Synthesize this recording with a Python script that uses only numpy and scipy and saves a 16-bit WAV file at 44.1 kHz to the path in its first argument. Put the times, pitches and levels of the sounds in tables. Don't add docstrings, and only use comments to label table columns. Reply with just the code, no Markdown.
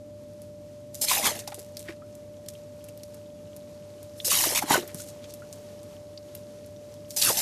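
import sys
import numpy as np
from scipy import signal
from scipy.fft import rfft, irfft
from scipy.io import wavfile
from scipy.ndimage import uniform_filter1d

SR = 44100
rng = np.random.default_rng(int(sys.argv[2]) if len(sys.argv) > 2 else 0)


def digitize_waveform(pressure):
    field = np.atleast_2d(pressure).T
    bounded = np.clip(field, -1, 1)
    quanta = np.round(bounded * 32767).astype(np.int16)
    wavfile.write(sys.argv[1], SR, quanta)


N = 326781
TIME = np.arange(N) / SR

# f/Hz, relative level/dB
YARD_COLOUR = [(25, -31), (70, -7.5), (100, -2.5), (146, -4), (224, -3), (320, -5.5), (400, -23), (560, -8)]
# f/Hz, relative level/dB
HISS_COLOUR = [(400, 23), (700, 9.5), (1000, 5), (1500, -1), (2500, -2), (4000, -1.5), (6500, -1),
               (9000, -5), (14000, -5)]
# t/s, level/dB
HISS_COURSE = [(0, -63), (1, -60), (2.6, -60), (4, -58.5), (5.5, -57), (7.4, -59)]
# f/Hz, rms level/dB, level waver/dB, pitch wander/Hz
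MOTOR_TONES = [(102.2, -55.5, 2.2, 1.1), (592.3, -45.5, 0.35, 0.6)]
# f/Hz, relative level/dB
TRICKLE_COLOUR = [(1100, -24.5), (3000, 4), (7000, 2.5)]
# t/s, level/dB, starting f/Hz
BUBBLE_DROPS = [(2.021, -44.5, 1240), (2.552, -43.5, 3100), (4.201, -25.5, 3410), (4.998, -44.5, 1380),
                (5.421, -41, 1360), (6.176, -31.5, 4540), (7.223, -12, 3865)]
# middle t/s, half length/s, level/dB, f/Hz
WET_CRACKLES = [(1.398, 0.0099, -41.5, 5970), (1.48, 0.0044, -40.5, 2330), (1.524, 0.0037, -43.5, 2060),
                (1.897, 0.026, -48.5, 1760), (4.895, 0.019, -51.5, 1800), (5.005, 0.026, -41, 7500),
                (5.085, 0.019, -46.5, 7400), (5.245, .012, -51, 2760), (5.306, 0.016, -49.5, 5250)]
# t/s, peak level before a small trim/dB, f/Hz
LIP_SMACKS = [(0.418, -34, 11800), (0.9452, -23.5, 12700), (0.952, -24.5, 7100), (1.3913, -24, 6200),
              (1.4762, -22.5, 5400), (1.5444, -20.5, 9600), (1.5925, -29, 9300), (1.7696, -22.5, 4670),
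              (1.7932, -26, 8720), (2.152, -35, 10100), (2.4618, -38.5, 4580), (2.4857, -22, 6700),
              (2.8414, -33.5, 10800), (2.886, -35, 2630), (2.975, -35.5, 11900), (3.0335, -28.5, 5500),
              (3.1438, -35, 10400), (3.5643, -32, 12600), (4.029, -31.5, 11800), (4.8764, -23.5, 13000),
              (4.9453, -21.5, 10200), (5.3383, -26, 11000), (5.5273, -27.5, 7400), (5.8311, -38.5, 9410),
              (6.3505, -23.5, 12400), (6.6613, -37.5, 11300), (6.9401, -37.5, 5470), (7.1062, -20.5, 5800)]
# t/s, peak level of the note/dB, f/Hz, time to fall 60 dB/s
BIG_POCKETS = [(1.037, -30, 609, 0.046), (1.111, -20, 1012, 0.03), (1.167, -28.5, 805, 0.2),
               (1.193, -30, 620, 0.12), (1.312, -31.5, 604, 0.072), (1.476, -31.5, 810, 0.0075),
               (1.521, -33.5, 810, 0.032), (1.579, -34.5, 408, 0.005), (1.884, -32, 1900, 0.0071),
               (1.889, -31, 332, 0.064), (4.278, -31, 503, 0.061), (4.314, -23.5, 1140, 0.057),
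               (4.437, -22.5, 920, .016), (4.459, -28, 640, 0.017), (4.468, -30, 330, 0.053),
               (4.521, -27.5, 516, 0.015), (4.622, -22.5, 844, 0.027), (4.637, -28.5, 300, 0.044),
               (4.705, -14, 835, 0.045), (4.708, -17, 286, 0.013), (4.739, -17, 1490, 0.078),
               (4.754, -17.5, 630, 0.037), (4.774, -22.5, 354, 0.11), (4.826, -30, 397, 0.015),
               (4.945, -32, 192, 0.035), (7.301, -21.5, 520, 0.011)]
# f/Hz, relative level/dB
SPRAY_COLOUR = [(3000, -52), (4200, -6), (5500, 2), (7500, -2.5), (10000, 0), (14000, -2)]
SPLASH_COLOUR = [(1400, -27), (2000, 2.5), (2700, 4), (4000, 6.5), (5000, -13.5), (7000, 5)]
GURGLE_COLOUR = [(90, -9.5), (280, -3.5), (550, -13), (850, -8), (1300, -11), (1800, 1.5), (2400, -25.5)]
# t/s, f/Hz
MOUTH_CURVES = [
    [(1.03, 590), (1.098, 1090), (1.214, 635), (1.24, 1024), (1.298, 906), (1.33, 616)],
    [(4.27, 546), (4.312, 1210), (4.508, 662), (4.55, 930), (4.772, 935), (4.8, 420)],
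    [(7.2, 670), (7.222, 732), (7.248, 1470), (7.27, 1475), (7.328, 570), (7.4, 746)],
]
# t/s, delay until it enters the mouth/s,
# time it plays there/s, spray/dB, splash/dB, gurgle/dB, time the mouth takes to fill/s
HOSE_SQUIRTS = [(1.014, .072, .1, -24, -25.5, -36.5, .025), (4.247, .059, .168, -22, -26.5, -39, 0.0208),
                (7.164, .058, .08, -20, -26.5, -32, .055)]
# t/s, attack/s, hold/s, release/s,
# spray/dB, splash/dB, gurgle/dB
JOWL_SLOSHES = [(1.255, .17, .024, .18, -24, -25, -29), (1.356, 0.11, 0.011, .3, -43, -44, -43),
                (4.496, .1, .042, 0.074, -32, -38.5, -39), (4.549, .006, .042, .05, -25.5, -27, -36.5),
                (4.619, 0.071, 0.0122, 0.062, -36, -45, -43.5), (4.72, .17, 0.022, 0.21, -25.5, -25, -25.5),
                (7.345, .1, .02, .1, -34, -40, -45), (7.37, 0.012, 0.0314, 0.12, -24, -32, -38.5)]


def from_db(db):
    return 10 ** (np.asarray(db) / 20)


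def rms_one(x):
    return x / np.sqrt(np.mean(x ** 2) + 1e-20)


def at_hz(points, hz):
    freqs, levels = np.transpose(points)
    return np.interp(np.log(hz), np.log(freqs), levels)


def add(out, s, sound):
    start = max(round(s * SR), 0)
    out[start:start + len(sound)] += sound[:N - start]


def drift(rate):
    r = np.exp(-40 * np.pi * rate / SR)
    push = rng.standard_normal(N // 20 + 2002)
    slow = signal.lfilter([1], [1, -2 * r, r * r], push)[2000:]
    return np.interp(np.arange(N) / 20, np.arange(len(slow)), rms_one(slow))


def resonance(x, hz, width_hz):
    r = np.exp(-np.pi * width_hz / SR)
    feedback = [1, -2 * r * np.cos(2 * np.pi * hz / SR), r * r]
    return signal.lfilter(np.array([1, 0, -1]) * (1 - r * r) / 2, feedback, x + 1e-18)


def moving_resonance(x, hz, sharpness):
    turn = np.exp(2j * np.pi * np.cumsum(hz) / SR)
    r = np.exp(-np.pi * np.mean(hz) / sharpness / SR)
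    return 2 * np.real(turn * signal.lfilter([1 - r], [1, -r], x / turn))


def level_out(x):
    return x / np.sqrt(np.maximum(uniform_filter1d(x ** 2, size=660), 1e-12))


def noise(colour):
    hz = np.arange(1, N + 2) * SR / (2 * N)
    skirts = 1 / (1 + (hz / colour[-1][0]) ** 8) / (1 + (colour[0][0] / hz) ** 4)
    white = rfft(rng.standard_normal(2 * N))
    return rms_one(irfft(white * from_db(at_hz(colour, hz)) * skirts)[:N])


def impacts(size, per_s, spread_db):
    born = rng.random(size) < per_s / SR
    loudness_db = spread_db * np.minimum(rng.exponential(1, size), 4)
    return born * rng.choice([-1, 1], size) * from_db(loudness_db)


def droplets(colour, per_s, spread_db, sharpness, patchy_db, count):
    out = np.zeros(N)
    hits, dealt = impacts(N, per_s, spread_db), rng.integers(0, count, N)
    for k, hz in enumerate(np.geomspace(colour[0][0], colour[-1][0], count)):
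        rings = resonance(hits * (dealt == k), hz, hz / sharpness)
        rings = rms_one(resonance(rings, hz, hz))
        out += rings * np.sqrt(hz) * from_db(at_hz(colour, hz) + patchy_db * drift(11.0))
    return rms_one(out)


def bubbles(colour, per_s, cycles, spread_db):
    born, pitch, size = rng.random((int(per_s * N / SR), 3)).T
    hz = colour[0][0] * (colour[-1][0] / colour[0][0]) ** pitch
    gain = hz * from_db(at_hz(colour, hz) + spread_db * np.minimum(-np.log(1 - size), 4))
    steps = np.arange(SR // 80)
    turns = np.outer(hz, steps / SR).astype(np.float32)
    rings = gain[:, None] * np.exp(-np.log(1000) * turns / cycles) * np.sin(2 * np.pi * turns)
    at = (born * N).astype(int)[:, None] + steps
    return rms_one(np.bincount(at.ravel(), rings.ravel(), N)[:N])


def envelope(s, attack_s, hold_s, release_s, sag_db=0):
    corners = s + np.array([-attack_s, 0, hold_s, hold_s + release_s])
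    levels_db = [-60, 0, -sag_db, -sag_db - 60]
    return from_db(np.interp(TIME, corners, levels_db, left=-np.inf, right=-np.inf))


def yard():
    hiss_db = np.interp(TIME, *np.transpose(HISS_COURSE)) + 1.1 * drift(4)
    return from_db(-50.73) * noise(YARD_COLOUR) + from_db(hiss_db + 3.0) * noise(HISS_COLOUR)


def motor():
    out = np.zeros(N)
    for hz, level_db, waver_db, wander_hz in MOTOR_TONES:
        phase = 2 * np.pi * np.cumsum(hz + wander_hz * drift(3.4)) / SR
        out += np.sqrt(2) * from_db(level_db + waver_db * drift(31)) * np.sin(phase)
    return out


def deck_echo(x, t60, delay_s):
    t = TIME[:SR // 2]
    tail = resonance(rng.standard_normal(len(t)), 2100, 6600)
    tail = tail * from_db(-60 * t / t60) * (t > delay_s)
    return signal.fftconvolve(x, tail / np.sqrt(np.sum(tail ** 2)))[:N]


def trickle():
    running = TIME > HOSE_SQUIRTS[0][0]
    return from_db(-71) * running * bubbles(TRICKLE_COLOUR, per_s=41, cycles=19, spread_db=2.0)


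def drool():
    t = TIME[:SR // 25]
    splat = rng.standard_normal(len(t)) * t * np.exp(-t / 0.00097)
    falls = impacts(N, per_s=10, spread_db=2.4) * from_db(-49)
    return resonance(signal.fftconvolve(falls, splat / np.abs(splat).max())[:N], 8100, 8000)


def plinks(cycles, rough, flutter_hz):
    rise_per_s = 7
    out, t = np.zeros(N), TIME[:SR // 20]
    for s, level_db, hz in BUBBLE_DROPS:
        shape = (1 - np.exp(-t / 0.00013)) * from_db(-60 * t * hz / cycles)
        flutter = rms_one(resonance(rng.standard_normal(len(t)), flutter_hz, 2 * flutter_hz))
        pitch = hz * (1 + rise_per_s * t + rough * flutter)
        add(out, s, from_db(level_db) * shape * np.sin(2 * np.pi * np.cumsum(pitch) / SR))
    return out


def slurps(width):
    out, middle_s = np.zeros(N), 1 / 4
    for s, half_s, level_db, hz in WET_CRACKLES:
        crackle = rms_one(resonance(impacts(SR // 2, per_s=1800, spread_db=3.0), hz, hz * width))
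        swell = np.exp(-((TIME[:SR // 2] - middle_s) / half_s) ** 2 / 2)
        add(out, s - middle_s, from_db(level_db) * crackle * swell)
    return out


def spatter():
    gain, t = np.zeros(N), TIME[:SR // 2]
    below_smack_db, t60 = -29.5, 0.43
    for s, level_db, _ in LIP_SMACKS:
        add(gain, s, from_db(level_db + below_smack_db - 60 * t / t60))
    return gain * rms_one(resonance(impacts(N, per_s=1500, spread_db=5.0), 6500, 12000))


def smacks(swell_s, snap_cycles, after_db, sharpness, bright_db):
    lead_s, after_t60 = 0.01, 0.045
    out, t = np.zeros(N), TIME[:SR // 12] - lead_s
    after, swell = np.maximum(t, 0), np.exp(np.minimum(t, 0) / swell_s)
    for s, level_db, hz in LIP_SMACKS:
        snap = rng.standard_normal(len(t)) * from_db(-60 * after * hz / snap_cycles)
        snap += from_db(after_db - 60 * after / after_t60) * impacts(len(t), per_s=5400, spread_db=5.5)
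        pocket = resonance(resonance(snap * swell, hz, hz / sharpness), hz, hz)
        sound = pocket + from_db(bright_db) * resonance(snap * swell, 8000, 12000)
        add(out, s - lead_s + swell_s, from_db(level_db) * sound / np.abs(sound).max())
    return out


def small_pockets(gurgle_gain, mouth_hz, count):
    above_gurgle_db, scatter_octaves, t60 = 2.5, 0.552, 0.031
    when = (np.arange(count) + rng.random(count)) / count
    at = np.searchsorted(np.cumsum(gurgle_gain) / gurgle_gain.sum(), when)
    pitches = mouth_hz[at] * 2 ** (scatter_octaves * rng.standard_normal(count))
    levels_db = 20 * np.log10(gurgle_gain[at]) + above_gurgle_db
    return [(i / SR, level_db, hz, t60) for i, level_db, hz in zip(at, levels_db, pitches)]


def gulps(pockets, swell_s, glide, rough, flutter_hz, slap_db, slap_t60):
    out, t = np.zeros(N), TIME[:SR // 5]
    for s, level_db, hz, t60 in pockets:
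        wobble, slap = rng.standard_normal((2, len(t)))
        flutter = rms_one(resonance(wobble, flutter_hz, 2 * flutter_hz))
        pitch = hz * (1 + glide * (np.minimum(t / t60, 1) - 0.2) + rough * flutter)
        swell = 1 - np.exp(-(t / swell_s) ** 2)
        shape = swell * from_db(-60 * t / t60)
        ring = shape / shape.max() * np.sin(2 * np.pi * np.cumsum(pitch) / SR)
        slap = rms_one(resonance(slap, hz, 0.35 * hz)) * swell * from_db(slap_db - 60 * t / slap_t60)
        add(out, s, from_db(level_db) * (ring + slap))
    return out


def water_gains():
    stray_lead_s, stray_db = 0.067, -51
    head_attack_s, head_s, head_release_s = 0.0059, 0.032, 0.111
    head_db = (-25, -41.5, -47)
    attack_s, spray_release_s, churn_release_s = 0.069, 0.28, 0.16
    spray_sag_db, splash_sag_db = 3, 6.5
    empty_mouth_db = -16
    parts = []
    for s, delay_s, length_s, spray_db, splash_db, gurgle_db, fill_s in HOSE_SQUIRTS:
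        entry_s = s + delay_s
        stray = from_db(stray_db) * envelope(s - stray_lead_s, attack_s, stray_lead_s, head_release_s)
        spray = from_db(spray_db) * envelope(entry_s, attack_s, length_s, spray_release_s, spray_sag_db)
        splash = from_db(splash_db) * envelope(entry_s, attack_s, length_s, churn_release_s, splash_sag_db)
        empty_db = empty_mouth_db * np.clip(1 - (TIME - entry_s) / fill_s, 0, 1)
        gurgle = from_db(gurgle_db + empty_db) * envelope(entry_s, attack_s, length_s, churn_release_s)
        parts.append([stray + spray, splash, gurgle])
        parts.append(np.outer(from_db(head_db), envelope(s, head_attack_s, head_s, head_release_s)))
    for s, slosh_attack_s, hold_s, release_s, *levels_db in JOWL_SLOSHES:
        parts.append(np.outer(from_db(levels_db), envelope(s, slosh_attack_s, hold_s, release_s)))
    return np.sqrt(sum(np.square(part) for part in parts))


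def muzzle_echo(x, delay_s, sway, share):
    return x + share * np.interp(TIME - delay_s * (1 + sway * drift(3.02)), TIME, x)


def jet(spray_gain, splash_gain, gurgle_gain, mouth_hz):
    spray = droplets(SPRAY_COLOUR, per_s=11000, spread_db=0.5, sharpness=3.1, patchy_db=0.0, count=10)
    spray += from_db(-3.5) * bubbles(SPRAY_COLOUR, per_s=700, cycles=130, spread_db=3.5)
    splash = droplets(SPLASH_COLOUR, per_s=8000, spread_db=1.5, sharpness=5.2, patchy_db=2.2, count=16)
    splash += from_db(-1.5) * bubbles(SPLASH_COLOUR, per_s=450, cycles=50, spread_db=4.5)
    gurgle = droplets(GURGLE_COLOUR, per_s=3500, spread_db=2.5, sharpness=5.9, patchy_db=3.0, count=26)
    cavity = moving_resonance(gurgle, mouth_hz, sharpness=1.95)
    gurgle += rms_one(moving_resonance(cavity, mouth_hz, sharpness=0.82))
    spray = level_out(muzzle_echo(spray, delay_s=0.000923, sway=0.12, share=0.47))
    splash = level_out(muzzle_echo(splash, delay_s=0.000923, sway=0.12, share=0.47))
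    water = from_db(-0.5) * spray * spray_gain
    water += from_db(-1.0) * splash * splash_gain
    water += from_db(0.2) * level_out(gurgle) * gurgle_gain
    return water * from_db(1.0 * drift(73))


def scene():
    spray_gain, splash_gain, gurgle_gain = water_gains()
    mouth_hz = np.interp(TIME, *np.vstack(MOUTH_CURVES).T)
    pockets = list(BIG_POCKETS) + small_pockets(gurgle_gain, mouth_hz, count=14)
    dog = jet(spray_gain, splash_gain, gurgle_gain, mouth_hz)
    dog += gulps(pockets, swell_s=0.0024, glide=-0.063, rough=0.087, flutter_hz=177,
                 slap_db=-4.5, slap_t60=0.075)
    dog += from_db(-0.5) * smacks(swell_s=0.00098, snap_cycles=37, after_db=-9.5, sharpness=1.9, bright_db=0)
    dog += slurps(width=0.83) + spatter() + drool() + trickle()
    dog += plinks(cycles=83, rough=0.12, flutter_hz=350)
    echo = from_db(-20.0) * deck_echo(dog, t60=0.091, delay_s=0.0036)
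    return (dog + echo + yard() + motor())[None]


def record(dry):
    return signal.sosfilt(signal.ellip(10, 0.3, 75, 14100, fs=SR, output="sos"), dry)


dry = scene()
out = record(dry)
digitize_waveform(out)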